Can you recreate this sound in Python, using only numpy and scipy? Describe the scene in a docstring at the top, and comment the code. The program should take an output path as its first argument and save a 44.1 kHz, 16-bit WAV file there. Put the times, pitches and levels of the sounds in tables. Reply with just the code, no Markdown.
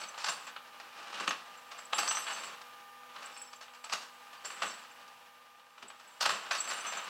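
"""Outdoor yard: a steel tow chain and hooks dragged, lifted and dropped at the foot of a tilted metal truck
deck. Hooks knock the deck: grain bursts through its colour and rings, with a delayed frame boom. Links scrape
as dense contacts and jingle as resonators; links and hook clink as beating, damped sines. The truck's pump hums
as wavering sines over a soft hiss of coloured noise; the yard adds echoes."""
import sys
import numpy as np
from scipy import signal
from scipy.fft import rfft, irfft
from scipy.io import wavfile
from scipy.ndimage import uniform_filter1d

SR = 44100
rng = np.random.default_rng(int(sys.argv[2]) if len(sys.argv) > 2 else 0)


def output_pcm(signal):
    """Save a mono or channel-first signal as 16-bit PCM at the path in sys.argv[1].

    Samples are clipped to [-1, 1] before scaling.
    """
    pcm = np.clip(np.atleast_2d(signal).T, -1, 1) * 32767
    wavfile.write(sys.argv[1], SR, np.round(pcm).astype(np.int16))


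def natural_amplitude(level_db):
    """Convert a level in decibels to a linear amplitude factor, elementwise."""
    exponent = np.asarray(level_db, float) / 20
    return 10 ** exponent


N = 312657
T = np.arange(N) / SR

# hooks and chain landing: start_s, level_db, treble_db and bass_db (both re knock), t60_s
KNOCK_EVENTS = [(0.017, -42, -1, -9, 0.09), (0.039, -43, -3, -23.5, 0.05), (0.144, -45.5, -20, -27, 0.069),
                (0.179, -38.5, -2.5, -34, 0.17), (0.205, -47, 1.5, -35, 0.26),
                (0.245, -29.5, 0, -42, 0.033), (0.261, -34, -0.5, -25, 0.22), (0.286, -34, -1, -13, 0.12),
                (0.47, -41.5, -5, -26, 0.17), (0.564, -42.5, -12, -20, 0.079), (0.8, -47, -4, -29, 0.15),
                (1.03, -47, -2, -29, 0.08), (1.129, -41, -5, -30, 0.14), (1.201, -33, -3.5, -4, 0.076),
                (1.278, -23.5, -5.5, -3.5, 0.039), (1.309, -30.5, -4.5, -19, 0.076),
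                (1.716, -42, -2.5, -38, 0.15), (1.788, -46.5, -2.5, -32, 0.13),
                (1.932, -23.5, -7.5, -14, 0.04), (1.985, -23, 0, -38, 0.066), (2.033, -32.5, -3, -32, 0.05),
                (2.078, -31, 1, -29, 0.064), (2.111, -29, -4, -46, 0.08), (2.149, -35, -4, -35, 0.054),
                (2.171, -35, -4, -21, 0.17), (2.269, -33.5, -8.5, -37, 0.17), (2.305, -42, -6, -24, 0.14),
                (2.364, -43, -4.5, -33, 0.17), (2.436, -38.5, -3, -15, 0.11), (2.617, -48, 0, -20, 0.051),
                (3.034, -53, -12.5, -23, 0.045), (3.163, -44, -8, -20, 0.08), (3.224, -42.5, -3, -35, 0.16),
                (3.366, -48.5, -3, -30, 0.11), (3.532, -44, -2.5, -20, 0.061),
                (3.613, -44.5, -1.5, -36, 0.19), (3.683, -52.5, -17, -30, 0.12),
                (3.737, -49, -2.5, -28, 0.23), (3.843, -44, -1.5, -27, 0.18), (3.898, -41.5, -2, -32, 0.15),
                (3.926, -31, 0.5, -18.5, 0.14), (4.018, -46.5, -1.5, -32, 0.26),
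                (4.331, -47, -4, -24, 0.16), (4.449, -41.5, -1, -18, 0.18), (4.504, -43.5, -7, -31, 0.14),
                (4.622, -30.5, -5, -14.5, 0.17), (5.08, -54, 0.5, -28, 0.07), (5.597, -57, -10, -28, 0.079),
                (5.78, -49.5, -5.5, -18, 0.11), (5.826, -43.5, -5, -4, 0.088),
                (5.903, -47.5, -4, -33, 0.093), (6, -51.5, -3, -26.5, 0.079), (6.21, -29.5, 2, -22, 0.21),
                (6.257, -24.5, -4.5, -14.5, 0.078), (6.294, -26.5, -4.5, -18.5, 0.16),
                (6.511, -30, -5, -39.5, 0.25), (6.55, -41, 3.5, -36, 0.16), (6.676, -34, -3, -37, 0.033),
                (6.703, -34.5, -3, -41, 0.34), (6.85, -39.5, -9, -31, 0.4), (6.924, -39.5, -1.5, -43, 0.17),
                (6.971, -41.5, -10, -34, 0.32)]
# clearest rings of struck links and hook: start_s, level_db, pitch_hz, t60_s
CLINK_EVENTS = [(0.034, -40, 4410, 0.044), (0.083, -43, 6100, 0.061), (0.085, -48, 7970, 0.06),
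                (0.183, -48, 7240, 0.057), (0.244, -43, 7380, 0.081), (0.29, -48.5, 9000, 0.29),
                (0.294, -35, 7390, 0.11), (0.464, -52, 7340, 0.11), (1.202, -48, 7430, 0.062),
                (1.289, -33.5, 6410, 0.05), (1.57, -56.5, 7400, 0.1), (1.779, -51, 7600, 0.15),
                (1.85, -45, 7700, 0.031), (1.942, -37, 7450, 0.22), (1.943, -53, 10500, 0.25),
                (1.983, -40, 5500, 0.092), (2.076, -39, 4500, 0.1), (2.08, -34.5, 6090, 0.19),
                (2.082, -33, 7850, 0.17), (2.12, -41, 8370, 0.27), (2.149, -40, 5790, 0.14),
                (2.151, -39.5, 6130, 0.23), (2.185, -51, 11400, 0.18), (2.28, -50.5, 4500, 0.2),
                (2.329, -47, 6230, 0.27), (2.332, -45, 7800, 0.09), (2.371, -51, 4500, 0.18),
                (2.437, -49, 7700, 0.09), (3.257, -40.5, 7970, 0.042), (3.34, -57, 5357, 0.2),
                (3.371, -49, 8130, 0.075), (3.386, -54, 5330, 0.18), (3.415, -41.5, 7870, 0.082),
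                (3.472, -55.5, 5350, 0.1), (3.557, -54, 7360, 0.059), (3.841, -42.5, 7930, 0.045),
                (3.92, -50, 7740, 0.06), (4.375, -55, 4700, 0.053), (4.451, -54, 5500, 0.12),
                (4.451, -40.5, 7370, 0.14), (4.508, -54, 7580, 0.16), (4.624, -47, 7760, 0.081),
                (4.705, -46.5, 5450, 0.076), (4.912, -58, 7400, 0.051), (5.879, -48.5, 7940, 0.098),
                (6.073, -54, 7880, 0.086), (6.209, -54, 7400, 0.073), (6.212, -48, 14430, 0.11),
                (6.257, -43, 7530, 0.24), (6.301, -46, 7350, 0.29), (6.488, -55, 7450, 0.069),
                (6.516, -47, 7380, 0.07), (6.525, -39, 6090, 0.07), (6.575, -45, 7900, 0.13),
                (6.583, -37, 4440, 0.055), (6.602, -25.5, 7750, 0.046), (6.68, -39, 7460, 0.25),
                (6.689, -46, 4500, 0.15), (6.697, -60, 9810, 0.2), (6.726, -41, 7390, 0.11),
                (6.733, -49.5, 8940, 0.4), (6.777, -43, 7350, 0.07), (6.802, -47, 6100, 0.15),
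                (6.864, -44, 6090, 0.23), (6.865, -44, 7380, 0.42), (6.968, -46, 6140, 0.13),
                (6.969, -42, 7280, 0.15), (7.037, -48, 7470, 0.078)]
# modes of links and hook: mode_hz, spread_hz (between links), level_db
LINK_MODES = [(4500, 50, -2), (5400, 50, -10), (6090, 30, -7), (6280, 30, -12), (7320, 40, -2),
              (7400, 40, 0), (7500, 30, -1), (7740, 30, -2), (7860, 40, -1), (8000, 60, -4), (8220, 50, -6),
              (8380, 25, -7), (8930, 15, -12), (9810, 20, -16), (10500, 30, -18), (10800, 40, -20),
              (11100, 30, -20), (11500, 30, -20), (12000, 30, -20), (14300, 40, -17), (14900, 70, -22)]
# chain dragged, breakpoints: time_s, scrape_db, jingle_db
DRAG_LEVELS = [(0.0, -40, -51.5), (0.14, -54.5, -69), (0.33, -48, -56), (0.6, -61, -81), (0.95, -52, -84),
               (1.22, -42, -67), (1.4, -54, -77), (1.92, -55.5, -72), (1.99, -35, -39.5), (2.1, -42, -47),
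               (2.47, -48, -54), (2.57, -55.5, -100), (2.94, -64, -96), (3.22, -49.5, -71), (3.4, -55, -60),
               (3.65, -66, -75), (3.95, -59, -68), (4.4, -58.5, -85), (4.48, -51.5, -51), (4.62, -48, -61),
               (4.67, -45, -48), (4.84, -55, -72.5), (5.41, -64.5, -88), (6.19, -58.5, -69.5),
               (6.33, -42.5, -50), (6.48, -48, -71), (6.6, -44, -47), (7.09, -46, -67)]
# broad colour of the deck: freq_hz, gain_db (per Hz)
DECK_COLOUR = [(35, -39), (60, -59), (183, -21), (443, -18), (599, -11.5), (1070, -6), (1230, -2.5),
               (1380, -6), (2100, -11), (4420, -3.5), (6260, -12.5), (6870, -16.5), (7720, -16.5),
               (8870, -19.5), (15500, -31)]
# short deck modes: mode_hz, width_hz, level_db
DECK_MODES = [(870, 18, -22), (1251, 38, -9.5), (1836, 130, -26), (2983, 470, 1), (4500, 160, -29)]
# pump tones before wavering and IDLE_LEVEL: tone_hz, rms_db
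PUMP_TONES = [(112, -90), (247, -79.5), (494, -74), (813, -67.5), (986, -80.5), (1203, -62.5), (1260, -77),
              (1483, -95), (1626, -97), (1803, -75), (2266, -80.5), (2406, -77)]
# colour of the hiss: freq_hz, gain_db (per Hz)
HISS_COLOUR = [(30, 6), (70, -29), (170, -13.5), (300, -39), (450, -11), (700, -6), (1000, 2.5),
               (1280, -24), (1500, -2), (2100, -10.5), (2900, -6.5), (4300, -14.5), (8000, -20),
               (15500, -20)]
# hum and hiss sink for a while, breakpoints: time_s, gain_db
IDLE_LEVEL = [(0, 3.5), (1, 1.5), (2.6, 4), (3.8, 0.5), (4.3, 2.5), (5.2, 0.5), (5.7, -2.5), (6.2, -1),
              (7.09, 5)]

HISS_DB = -61  # rms before flicker and IDLE_LEVEL
BASS_HZ, SPLIT_HZ, TOP_HZ = 500, 3500, 8000
OVERTONE_RATIO, OVERTONE_DB, OVERTONE_SCATTER_DB = 1.96, -24, 4
SCRAPE_TREBLE_DB = -6


def unit(x):
    """Scale to rms 1."""
    return x / np.sqrt(np.mean(x ** 2))


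def colour(x, points):
    """Causal minimum-phase filter through (Hz, dB) points, from the cepstrum of the log gain."""
    hz, db = np.transpose(points)
    size = 2 ** 12
    bin_hz = np.arange(size // 2 + 1) * SR / size
    log_gain = np.interp(np.log(bin_hz + 1), np.log(hz), db) * np.log(10) / 20
    cepstrum = irfft(log_gain)
    # fold onto positive time
    cepstrum[1:size // 2] *= 2
    cepstrum[size // 2 + 1:] = 0
    impulse = irfft(np.exp(rfft(cepstrum)))
    return signal.fftconvolve(x, impulse)[:len(x)]


def band(x, kind, hz):
    """Third-order Butterworth low, band or high pass."""
    return signal.sosfilt(signal.butter(N=3, Wn=hz, btype=kind, fs=SR, output="sos"), x)


def ring(x, hz, width_hz):
    """One damped mode driven by x, gain about 1 at its centre."""
    pole = np.exp((2j * hz - width_hz) * np.pi / SR)
    return 2 * (1 - abs(pole)) * signal.lfilter([1], [1, -pole], x).imag


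def walk(rate_hz):
    """Random levels held 1 / rate_hz s and slewed twice."""
    hold = int(SR / rate_hz)
    steps = np.repeat(rng.standard_normal(N // hold + 1), hold)
    return uniform_filter1d(uniform_filter1d(steps, hold), hold)[:N]


def grains(rate_hz, spread_db):
    """Random contacts, most small and a few larger."""
    hits = rng.random(N) < rate_hz / SR
    return hits * rng.standard_normal(N) * natural_amplitude(spread_db * rng.standard_normal(N))


def deck(force, rings_db):
    """Metal deck answers force with broad colour and short rings; split in bass, middle, treble, top."""
    rings = sum(natural_amplitude(db) * ring(force, hz, width_hz) for hz, width_hz, db in DECK_MODES)
    sound = colour(force + natural_amplitude(rings_db) * rings, DECK_COLOUR)
    low = unit(band(sound, "low", BASS_HZ))
    mid = unit(band(sound, "band", [BASS_HZ, SPLIT_HZ]))
    high = unit(band(sound, "high", SPLIT_HZ))
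    return low, mid, band(high, "low", TOP_HZ), band(high, "high", TOP_HZ)


def pump():
    """Steady tones, each wavering a little in pitch and level, with one waver in common."""
    waver = natural_amplitude(1.0 * walk(2.05))
    tones = np.zeros(N)
    for hz, db in PUMP_TONES:
        level = waver * natural_amplitude(db + 2 * walk(5.4)) * np.sqrt(2)
        pitch_hz = hz * (1 + walk(2.0) / 1500)
        tones += level * np.sin(2 * np.pi * np.cumsum(pitch_hz) / SR)
    return tones


def air():
    """Soft broad hiss: coloured noise with a slow flicker in level."""
    flicker = natural_amplitude(walk(5))
    return natural_amplitude(HISS_DB) * flicker * unit(colour(rng.standard_normal(N), HISS_COLOUR))


def idle():
    """Pump and hiss rise and sink together."""
    return (pump() + air()) * natural_amplitude(np.interp(T, *np.transpose(IDLE_LEVEL)))


def jingle():
    """Loose links of slightly different size jostle; each contact sets one mode ringing."""
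    out = np.zeros(N)
    for hz, spread_hz, db in LINK_MODES:
        for detune in rng.standard_normal(2):
            link_hz = hz + spread_hz * detune
            contacts = grains(rate_hz=90, spread_db=5)
            # the second, wider resonance softens the onset
            out += natural_amplitude(db) * ring(ring(contacts, link_hz, 30), link_hz, 250)
    return unit(out)


def drag():
    """Links bump over the ribbed deck in dense tiny contacts, and jingle."""
    time_s, *columns = np.transpose(DRAG_LEVELS)
    scrape_db, jingle_db = (np.interp(T, time_s, c) for c in columns)
    force = grains(rate_hz=9000, spread_db=2.0) * natural_amplitude(2.84 * walk(80))
    low, mid, high, top = deck(force, rings_db=-7.0)
    scrape = mid + natural_amplitude(SCRAPE_TREBLE_DB) * (high + natural_amplitude(-12) * top) + natural_amplitude(-16.5) * low
    return natural_amplitude(scrape_db) * scrape + natural_amplitude(jingle_db) * jingle()


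def knocks():
    """Links touch just before the blow and rattle on after it; treble dies first, bass comes late."""
    force = grains(rate_hz=21000, spread_db=1.77) * natural_amplitude(2.44 * walk(250))
    low, mid, high, top = deck(force, rings_db=-7.5)
    out = np.zeros(N)
    for start_s, db, treble_db, bass_db, t60_s in KNOCK_EVENTS:
        i = int(start_s * SR)
        part = slice(max(i - SR // 20, 0), i + SR // 2)
        t = T[part] - start_s
        after = np.maximum(t, 0)
        rise = np.exp(np.minimum(t, 0) / 0.0021)
        fall = np.log(1000) * after / max(t60_s, 0.01)
        # a harder blow makes a shorter contact, so more of the very top
        top_gain = natural_amplitude(0.18 * db - 1.5) * (1 - np.exp(-after / 0.004))
        bright = high[part] + top_gain * top[part]
        rattle = rise * (mid[part] * np.exp(-fall) + natural_amplitude(treble_db) * bright * np.exp(-1.2 * fall))
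        # the blow itself rings the deck's modes once
        clang = sum(natural_amplitude(mode_db) * np.sin(2 * np.pi * hz * after) * np.exp(-np.pi * width_hz * after)
                    for hz, width_hz, mode_db in DECK_MODES)
        clang = natural_amplitude(5) * clang * (1 - np.exp(-after / 0.00029))
        # the truck frame booms under the deck
        frame = np.sin(2 * np.pi * 110 * after) + np.sin(2 * np.pi * 170 * after)
        boom = low[part] + natural_amplitude(-15.5) * frame
        thud = natural_amplitude(bass_db) * boom * (1 - np.exp(-after / 0.012)) * np.exp(-0.7 * fall)
        out[part] += natural_amplitude(db) * (rattle + clang + thud)
    return out


def clinks():
    """A struck link or hook sings as a close beating pair, damped ever harder; its neighbours chip in briefly."""
    hz, spread_hz, mode_db = np.transpose(LINK_MODES)[:, :, None]
    chance = rng.standard_normal((len(CLINK_EVENTS), 3, len(LINK_MODES), 1))
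    out = np.zeros(N)
    for (start_s, db, pitch_hz, t60_s), (size, detune, lag) in zip(CLINK_EVENTS, chance):
        i = int(start_s * SR)
        t = T[:min(N - i, SR // 3)]
        span_s = max(t60_s, 0.01)
        twin_hz = pitch_hz * (1 + detune[0] / 400)
        pair = np.sin(2 * np.pi * pitch_hz * t) + 0.4 * np.sin(2 * np.pi * twin_hz * t)
        # the mode nearest an octave up sounds with it
        upper_hz = hz[np.argmin(abs(hz - OVERTONE_RATIO * pitch_hz)), 0]
        upper_db = OVERTONE_DB + OVERTONE_SCATTER_DB * size[0]
        pair += natural_amplitude(upper_db) * np.sin(2 * np.pi * upper_hz * t)
        tone = pair * np.exp(-np.log(1000) * (t / span_s) ** 1.22)
        late = np.maximum(t[:SR // 12] - 0.0044 * abs(lag), 0)
        # modes far from the struck one are barely stirred
        near_db = -10 * abs(np.log2(hz / pitch_hz))
        others = natural_amplitude(mode_db + near_db - 11 + 5 * size) * np.sin(2 * np.pi * (hz + spread_hz * detune) * late)
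        others *= np.exp(-np.log(1000) * late / (0.75 * span_s))
        tone[:late.shape[1]] += others.sum(axis=0)
        out[i:i + len(t)] += natural_amplitude(db) * tone * (1 - np.exp(-(t / 0.0027) ** 2))
    return out


def yard(x, t60_s, echo_db):
    """Scattered echoes from car, wet ground and garage wall: a decaying noise tail after 4 ms."""
    t = T[:SR // 2]
    tail = rng.standard_normal(len(t)) * np.exp(-np.log(1000) * t / t60_s) * (t > 0.004)
    tail /= np.sqrt(np.sum(tail ** 2))
    return x + natural_amplitude(echo_db) * signal.fftconvolve(x, tail)[:N]


def scene():
    """Chain in the yard, over the idling truck; the thin treble rings carry less echo."""
    truck = idle()
    chain = yard(drag() + knocks(), t60_s=0.39, echo_db=-5.5)
    rings = yard(clinks(), t60_s=0.069, echo_db=-15.0)
    return (truck + chain + rings)[None]


def band_limit(x):
    """A steep low-pass at the top of the band."""
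    return signal.sosfilt(signal.butter(12, 15830, fs=SR, output="sos"), x)


def record(dry):
    """The microphone drops the deep bass, below 97 Hz."""
    mix = band(dry, "high", 97)
    return band_limit(mix)


dry = scene()
out = record(dry)
output_pcm(out)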